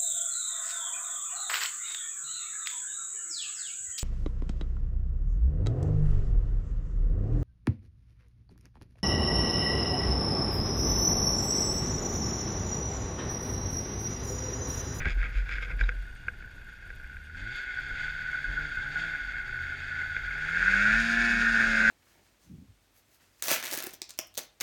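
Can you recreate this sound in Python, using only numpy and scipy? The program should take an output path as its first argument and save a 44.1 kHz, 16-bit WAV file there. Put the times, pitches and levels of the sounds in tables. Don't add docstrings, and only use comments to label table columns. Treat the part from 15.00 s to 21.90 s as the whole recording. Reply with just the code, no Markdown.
import sys
import numpy as np
from scipy import signal
from scipy.fft import rfft, irfft
from scipy.io import wavfile
from scipy.ndimage import uniform_filter1d

SR = 44100
rng = np.random.default_rng(int(sys.argv[2]) if len(sys.argv) > 2 else 0)


def unload_wav(signal):
    wavfile.write(
        sys.argv[1],
        SR,
        np.round(np.clip(np.atleast_2d(signal).T, -1, 1) * 32767).astype(np.int16),
    )


N = 304290
SPLIT_HZ = 2900


def amp(db):
    return 10 ** (np.asarray(db) / 20)


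def unit_rms(x):
    return x / np.sqrt(np.mean(x ** 2) + 1e-20)


def columns(table):
    t_s, *rest = np.transpose(table)
    return [np.interp(np.arange(N) / SR, t_s, column) for column in rest]


def drift(rate_hz):
    size = max(int(SR / rate_hz), 2)
    smooth = uniform_filter1d(rng.standard_normal(N), size)
    return unit_rms(uniform_filter1d(smooth, size))


def shaped_noise(points):
    f, db = np.transpose(points)
    hz = np.fft.rfftfreq(N, 1 / SR)
    gain = amp(np.interp(np.log(hz + 1), np.log(f + 1), db))
    return unit_rms(irfft(rfft(rng.standard_normal(N)) * gain, N))


def butter(x, order, cutoff_hz, kind="low"):
    return signal.sosfilt(signal.butter(order, cutoff_hz, kind, fs=SR, output="sos"), x)


def case(column):
    # f/Hz, width/Hz, then relative level/dB at light throttle, full throttle, struck, rubbed
    modes = [(122, 150, -42, -20, -28, -9), (200, 150, -24, -21.5, -45, -31),
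             (353, 330, -31.5, -23, -29.5, -40), (486, 40, -62, -44, -18, -5.5),
             (677, 145, -24.5, -26, -35, -19), (840, 88, -21.5, -22.5, -34, -28),
             (1262, 47, -63, -19.5, -21, -6), (1418, 66, -9.5, -0.5, -6, 2),
             (1476.3, 57.5, 4.5, 2, -4, -18), (1588.5, 160, -4, 0.5, 3.5, 6),
             (1774, 220, -15, -6.5, -14, -5.5), (1955, 99, -15, -16.5, -5.5, 1.5),
             (2128, 140, -8, -33, -12, 1.5), (2283, 397, -20, -11.5, -6.5, -0.5),
             (2528, 79, -20, -10.5, -10.5, -6.5), (2712, 177, -27, -18, -42, -16),
             (3400, 596, -25, -37, -40, -14.5), (3540, 990, -49.5, -25, -26, -18),
             (4560, 287, -28.5, -27.5, -38, -26), (4946, 710, -41, -30, -41, -19),
             (5660, 1400, -53.5, -36.5, -36, -43), (6715, 940, -42.5, -33, -31, -27.5),
             (8250, 2260, -54.5, -46, -49, -42.5), (10240, 580, -71, -48, -62, -54),
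             (11000, 400, -67, -48, -62, -51), (12200, 1400, -78, -56.5, -66, -58),
             (13600, 1700, -87, -62.5, -68, -63)]
    hz = abs(np.fft.fftfreq(8192, 1 / SR))
    power = sum(amp(m[column]) ** 2 / (1 + (2 * (hz - m[0]) / m[1]) ** 2) ** 2 for m in modes)
    log_gain = np.log(power + 1e-10) / 2
    taps = np.fft.ifft(np.exp(np.conj(signal.hilbert(log_gain)))).real[:4096]
    return taps / np.linalg.norm(taps)


def engine():
    # t/s, firing rate/Hz, firing tone level/dB
    speed = [(0, 56.7, -58), (1.95, 57.5, -58), (2.06, 60.4, -47.5), (2.36, 81.4, -50), (2.45, 105.2, -47),
             (2.54, 130.5, -53.5), (2.62, 133.3, -78), (2.72, 126.3, -67), (2.78, 127.3, -56.5),
             (3.1, 146.1, -55.5), (3.46, 140.3, -55.5), (3.65, 151.7, -47.5), (3.79, 137.1, -71),
             (3.84, 137.2, -51), (3.9, 141.3, -50.5), (4.0, 158.4, -52), (4.07, 161.6, -50.5),
             (4.19, 142, -62), (4.41, 126.1, -58), (4.56, 125.2, -50), (4.64, 129.3, -54),
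             (5.11, 136.5, -55), (5.35, 137.3, -53), (5.63, 181.8, -46.5), (5.78, 199.4, -39),
             (6.0, 228.8, -36.5), (6.25, 233.6, -35.5), (6.5, 227.6, -37.5), (6.9, 218.7, -35.5)]
    # t/s, exhaust level/dB, intake hiss level/dB
    load = [(0, -48.5, -62), (1.1, -52.5, -66.5), (2.0, -53.5, -66.5), (2.33, -53.5, -67),
            (2.38, -45.5, -57), (2.52, -39, -52), (2.57, -38, -47.5), (2.66, -40.5, -53), (2.9, -40, -52),
            (3.04, -35.5, -48), (3.12, -39, -53), (3.4, -37, -52), (3.53, -34, -53), (3.74, -36, -51),
            (3.86, -37, -53), (4.0, -33.5, -47.5), (4.08, -35.5, -50.5), (4.14, -35, -52.5),
            (4.5, -39, -56), (5.0, -37.5, -52.5), (5.15, -40, -53.5), (5.4, -36, -54), (5.69, -27.5, -46.5),
            (5.88, -23, -44.5), (5.98, -23.5, -43.5), (6.02, -26, -41.5), (6.32, -25.5, -43),
            (6.8, -20, -42.5), (6.9, -19.5, -42)]
    # t/s, throttle/0-1, roughness/0-1 (noise share of exhaust power)
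    rider = [(0, .3, .9), (2.3, .3, .85), (2.45, 0, .65), (5.3, .05, .68), (5.6, .6, .5), (5.75, .9, .28),
             (6, 1, .27), (6.5, 1, .38), (6.9, 1, .22)]
    # multiple of crank speed, base level/dB re third harmonic of the firing tone
    crank = [(1, -7.5), (3, -11), (5, -8.5), (7, -12.5), (8, -7.5), (9, -15.5), (10, -17), (12, -10.5)]
    order_lift_db = {15: 3.6, 19: 3.8, 12: -2}
    # t/s, gain/dB
    rasp = [(0, -2), (1, -7.5), (2.2, -4), (2.5, 1.5), (3.2, 1.5), (3.5, -12.5), (4, -9.5), (4.5, -2.5),
            (6.3, -1), (6.6, -13), (6.9, -18)]
    # level/dB at light throttle, at full throttle
    second_range_db = (-13, -30)
    third_range_db = (-16.5, -18.5)
    harmonic_floor_db = -55
    climb_db, climb_full_per_s = 7, 2.6
    surge_db, surge_hz = .5, 30.8
    phase_spread_rad = .9
    intake_wall_db = 19.5
    rasp_hz = 1950

    firing_hz, tone_db = columns(speed)
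    level_db, hiss_db = columns(load)
    throttle, rough = columns(rider)
    fires = np.cumsum(firing_hz) / SR

    climb_per_s = uniform_filter1d(np.gradient(np.log(firing_hz)) * SR, size=2000)
    held_db = np.maximum(tone_db, harmonic_floor_db)
    held_db = held_db + climb_db * np.clip(climb_per_s / climb_full_per_s, 0, 1)
    second_db, third_db = (held_db + light + (full - light) * throttle + 2.64 * drift(5.7)
                           for light, full in (second_range_db, third_range_db))
    tone_db = tone_db + 1.02 * (1 - throttle) * drift(20)
    low = sum(amp(db) * np.cos(2 * np.pi * k * fires)
              for k, db in enumerate((tone_db, second_db, third_db), 1))
    for k, db in crank:
        odd_db = -8.6 * (.5 - throttle) * (k % 2) * (k > 1)
        order_db = third_db + db + odd_db + 3.2 * drift(3.3)
        low += amp(order_db) * np.cos(np.pi * k * fires + 2 * np.pi * rng.random())

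    beats = np.zeros(N)
    for k in range(11, 44):
        gain = amp(order_lift_db.get(k, 0) + 3.5 * drift(5))
        phase = .22 * drift(25) + phase_spread_rad * rng.standard_normal()
        beats += gain * np.cos(np.pi * k * fires + phase)
    beats *= np.sqrt(firing_hz / SR)

    puffs = .5 + np.exp(-(fires % 1) / .5) + 1.2 * np.exp(-(fires % 2) / .75)
    gas = puffs * amp(1.42 * drift(23.4)) * rng.standard_normal(N)
    level_db = level_db + surge_db * (1 - 1.12 * throttle) * drift(surge_hz)
    exhaust = amp(level_db) * (np.sqrt(1 - rough) * beats + np.sqrt(rough) * unit_rms(gas))
    upper = butter(exhaust, 4, rasp_hz, "high")
    exhaust = butter(exhaust, 4, rasp_hz) + amp(columns(rasp)[0]) * upper
    intake = amp(hiss_db + intake_wall_db + drift(54)) * rng.standard_normal(N)

    drive = butter(exhaust, 4, SPLIT_HZ) + butter(intake, 4, SPLIT_HZ, "high")
    light = signal.oaconvolve(drive * np.sqrt(1 - throttle), case(column=2))
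    full = signal.oaconvolve(drive * np.sqrt(throttle), case(column=3))
    return np.sqrt(2) * low + (light + full)[:N]


def swell(peak_s, rise_s, t60_s):
    t = np.arange(N) / SR - peak_s
    rise = np.cos(np.pi / 2 * np.clip(-t / rise_s, 0, 1)) ** 2
    return np.where(t < 0, rise, amp(-60 * np.maximum(t, 0) / t60_s))


def mount():
    # peak t/s, tone level/dB, tone f/Hz, tone t60/s, shudder level/dB
    swells = [(0.017, -34, 40.6, 0.28, -37.5), (0.071, -29, 47.2, 0.22, -32.5),
              (0.13, -27, 35.2, 0.13, -57), (0.17, -22, 43.5, 0.57, -47), (0.381, -22, 44.3, 0.36, -63),
              (0.55, -31.5, 45.63, 1.05, -54), (0.75, -29.5, 41.76, 0.54, -59),
              (0.83, -19.5, 41.6, 0.39, -39), (0.98, -31, 43.73, 0.35, -67), (1.19, -47, 46, .3, -69),
              (1.84, -43.5, 34.3, 0.81, -74), (2.19, -48, 35.2, 0.56, -58), (2.44, -38, 41.66, 0.4, -66),
              (2.67, -52, 44.58, 0.63, -62), (3.501, -35.5, 42, 0.85, -47), (3.79, -52, 44.83, .5, -49),
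              (3.96, -45, 43.5, 0.39, -62), (4.23, -41.5, 43.97, 0.61, -62), (5.07, -46, 43.5, .4, -60),
              (5.25, -41, 43.86, 1.86, -54), (5.61, -37.5, 43.7, 1.95, -62),
              (5.94, -35.5, 44.91, 1.04, -70), (6.19, -40.5, 43.94, 1.1, -72),
              (6.34, -39.5, 43.57, 1.5, -70), (6.51, -40, 42.8, 0.3, -70), (6.69, -37.5, 34.5, 0.73, -68),
              (6.9, -38, 46.6, .5, -70)]
    # t/s, level/dB
    rumble = [(0, -50), (.72, -49), (1.0, -55.5), (2.0, -57), (2.7, -61.5), (2.85, -54.5), (5.4, -59),
              (5.62, -66)]
    # f/Hz, relative density/dB
    shudder_spectrum = [(12, -44), (20, 11.5), (54, 2.5), (119, -3.5), (136, -10), (232, -16), (252, -17),
                        (565, -24), (1200, -30), (1560, -61), (2640, -120)]
    tone_rise_s, shudder_rise_s, shudder_t60_s = .039, .041, .14
    sway_hz, sway_db = 42, -58.5
    shudder_wide_db = 8

    peak_s, tone_db, tone_hz, tone_t60_s, shudder_db = np.transpose(swells)
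    tone_level = np.sqrt(sum((amp(db) * swell(at, tone_rise_s, t60)) ** 2
                             for at, db, t60 in zip(peak_s, tone_db, tone_t60_s)))
    brief_level = np.sqrt(sum((amp(db) * swell(at, shudder_rise_s, shudder_t60_s)) ** 2
                              for at, db in zip(peak_s, shudder_db)))
    turns = np.cumsum(np.interp(np.arange(N) / SR, peak_s, tone_hz)) / SR
    sway_turns = np.cumsum(sway_hz + 2.8 * drift(5.9)) / SR
    sway = amp(sway_db + 5.5 * drift(8)) * np.cos(2 * np.pi * sway_turns)
    shudder_level = np.hypot(brief_level, amp(columns(rumble)[0] + 2 * drift(15)))
    tones = np.sqrt(2) * (tone_level * np.cos(2 * np.pi * turns) + sway)
    return tones + amp(shudder_wide_db) * shudder_level * shaped_noise(shudder_spectrum)


def strokes():
    # start t/s, rise/s, fall/s, peak level/dB, extra treble/dB, extra hollow ring/dB
    rubs = [(0.0, 0.0036, 0.16, -37.5, -11, -2), (0.046, 0.011, 0.045, -28.5, -6, -2),
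            (0.08, 0.023, 0.03, -36, 7.5, 8), (0.17, 0.098, 0.016, -34, -7.5, 0.5),
            (0.28, 0.012, 0.035, -44, -6, 4), (0.325, 0.033, 0.1, -41, 2, 3),
            (0.455, 0.067, 0.072, -36.5, 0.5, -2.5), (0.52, 0.052, 0.059, -40.5, -3, -1),
            (0.61, 0.021, 0.048, -36.5, -0.5, 1), (0.66, 0.047, 0.038, -38, -6, 9),
            (0.785, 0.022, 0.073, -39.5, 4, 6.5), (0.884, 0.0064, .012, -35.5, -1, 10.5),
            (0.92, 0.05, .03, -61, -4, 1)]
    depth_db = 14.5
    t, power = np.arange(N) / SR, np.zeros((3, N))
    for start, rise, fall, db, treble_db, hollow_db in rubs:
        shape = np.interp(t, (start, start + rise, start + rise + fall), (-1, 0, -1), -4, -4)
        bands_db = np.array([[0], [treble_db], [hollow_db]])
        power += amp(db + depth_db * shape + bands_db) ** 2
    return uniform_filter1d(np.sqrt(power), size=100)


def rubbing():
    hollow_hz = 1050
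    middle_gain, treble_gain, hollow_gain = strokes()
    sizes = amp(2.54 * np.minimum(rng.exponential(1, N), 4))
    hits = rng.random(N) < 3500 / SR
    grains = sizes * hits * rng.standard_normal(N)
    rub = amp(1.6 * drift(76)) * unit_rms(grains)
    hollow = hollow_gain * butter(rub, 4, hollow_hz)
    middle = middle_gain * butter(rub, 4, (hollow_hz, SPLIT_HZ), "band")
    treble = treble_gain * butter(rub, 4, SPLIT_HZ, "high")
    return signal.oaconvolve(hollow + middle + treble, case(column=5))[:N]


def knocks():
    # t/s, peak level/dB, nominal contact/ms (limited below)
    blow_table = [(0.019, -26, 0.35), (0.0551, -19, 0.14), (0.0744, -28, 0.68), (0.205, -34, 0.67),
                  (0.266, -44, 0.72), (0.492, -26, 0.2), (0.5832, -24.5, 0.42), (0.6264, -30, 0.42),
                  (0.7926, -28, 0.26), (0.8104, -17.5, 0.41), (0.82, -43, 0.25), (0.839, -30.5, 0.65),
                  (0.891, -16, 0.16), (0.921, -34, 0.43), (1.283, -17, 0.39), (1.4244, -36, 0.35),
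                  (1.9033, -31, 0.47), (2.043, -37, 0.23), (2.1676, -33.5, 0.3), (5.1652, -19, 0.32)]
    ring, t, blows = case(column=4), np.arange(200) / SR, np.zeros(N)
    chatter = rng.standard_normal((len(blow_table), 200))
    for (at_s, db, contact_ms), noise in zip(blow_table, chatter):
        touch = signal.windows.hann(int(np.clip(contact_ms, .05, .6) * SR / 1000) + 3)
        impact = np.exp(-t / .0016) * (.19 * noise + (t == 0))
        knock = np.convolve(impact, touch)[:200]
        blows[round(at_s * SR):][:200] += amp(db) * knock / abs(np.convolve(knock, ring)).max()
    return signal.oaconvolve(blows, ring)[:N]


def ticks():
    ticks_per_s, base_db, highpass_hz, decay_s = 25, -63.5, 7000, .00089
    sizes = amp(base_db + 3.62 * np.minimum(rng.exponential(1, N), 3))
    hits = sizes * (rng.random(N) < ticks_per_s / SR)
    decay = np.exp(-np.arange(200) / SR / decay_s)
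    bursts = signal.oaconvolve(hits, decay)[:N] * rng.standard_normal(N)
    return butter(bursts, 2, highpass_hz, "high")


def squeak():
    # t/s, f/Hz, peak level/dB, length/s
    at_s, hz, db, length_s = (.834, 3800, -40, .012)
    u = np.clip((np.arange(N) / SR - at_s) / length_s, 0, 1)
    return amp(db) * np.sin(np.pi * u) ** 2 * np.sin(2 * np.pi * hz * length_s * u)


def pops():
    # t/s, peak level/dB
    firings = [(2.7088, -29), (3.4117, -34), (3.4414, -23.5), (3.5744, -23), (3.7683, -24), (3.875, -32),
               (3.9925, -27), (4.0775, -27), (5.1171, -33), (5.2445, -33.5), (5.6094, -27), (5.676, -16),
               (5.7364, -12), (6.539, -17)]
    centre_hz, length_s = 1535, .0077
    ring, t, out = case(column=2), np.arange(round(length_s * SR)) / SR, np.zeros(N)
    envelope = np.sin(np.pi * (t / length_s) ** .6) ** 2
    for (at_s, db), (phase_rad, detune) in zip(firings, rng.random((len(firings), 2))):
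        hz = centre_hz * (.95 + .1 * detune)
        burst = envelope * np.cos(2 * np.pi * hz * t + 2 * np.pi * phase_rad)
        out[round(at_s * SR):][:len(t)] += amp(db) * burst / abs(np.convolve(burst, ring)).max()
    return signal.oaconvolve(out, ring)[:N]


def track():
    # t/s, lug rate/Hz, level/dB
    lugs = [(4.45, 77.5, -73), (4.6, 80.5, -49), (4.89, 81.68, -54.5), (5.26, 83.47, -49),
            (5.4, 82.93, -68), (5.62, 82.13, -54.5), (5.82, 126.4, -50), (6.09, 170, -51), (6.25, 199, -51),
            (6.4, 204.8, -47)]
    hz, db = columns(lugs)
    t, fade_s = np.arange(N) / SR, .02
    to_edge_s = np.minimum(t - lugs[0][0], lugs[-1][0] - t)
    gate = np.clip((to_edge_s + fade_s) / fade_s, 0, 1)
    hum = np.cos(2 * np.pi * np.cumsum(hz) / SR)
    return np.sqrt(2) * gate * amp(db + 3.5 * drift(8)) * hum


def scene():
    handling = rubbing() + knocks() + squeak()
    return (engine() + mount() + handling + ticks() + pops() + track())[None]


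def record(dry):
    # f/Hz, relative density/dB
    hiss = [(1500, 5), (3000, -31.5), (6000, -7.5), (9000, -8), (12000, -7.5), (13500, -10), (15500, -10)]
    # harmonic number, level/dB
    whine_harmonics = [(1, -74.5), (2, -83), (3, -83.5), (4, -85.5), (5, -100)]
    hiss_db, whine_hz, edge_hz = -70, 2840, 15250
    turns = np.cumsum(whine_hz + 17 * drift(38)) / SR
    whine = sum(amp(db + 1.9 * drift(2.4) + 5.1 * drift(150)) * np.cos(2 * np.pi * k * turns)
                for k, db in whine_harmonics)
    noisy = dry + whine + amp(hiss_db + 2 * drift(60)) * shaped_noise(hiss)
    lowpass = signal.firwin(511, edge_hz, window=("kaiser", 9), fs=SR)
    return signal.oaconvolve(noisy, lowpass[None], "same")


dry = scene()
out = record(dry)
unload_wav(out)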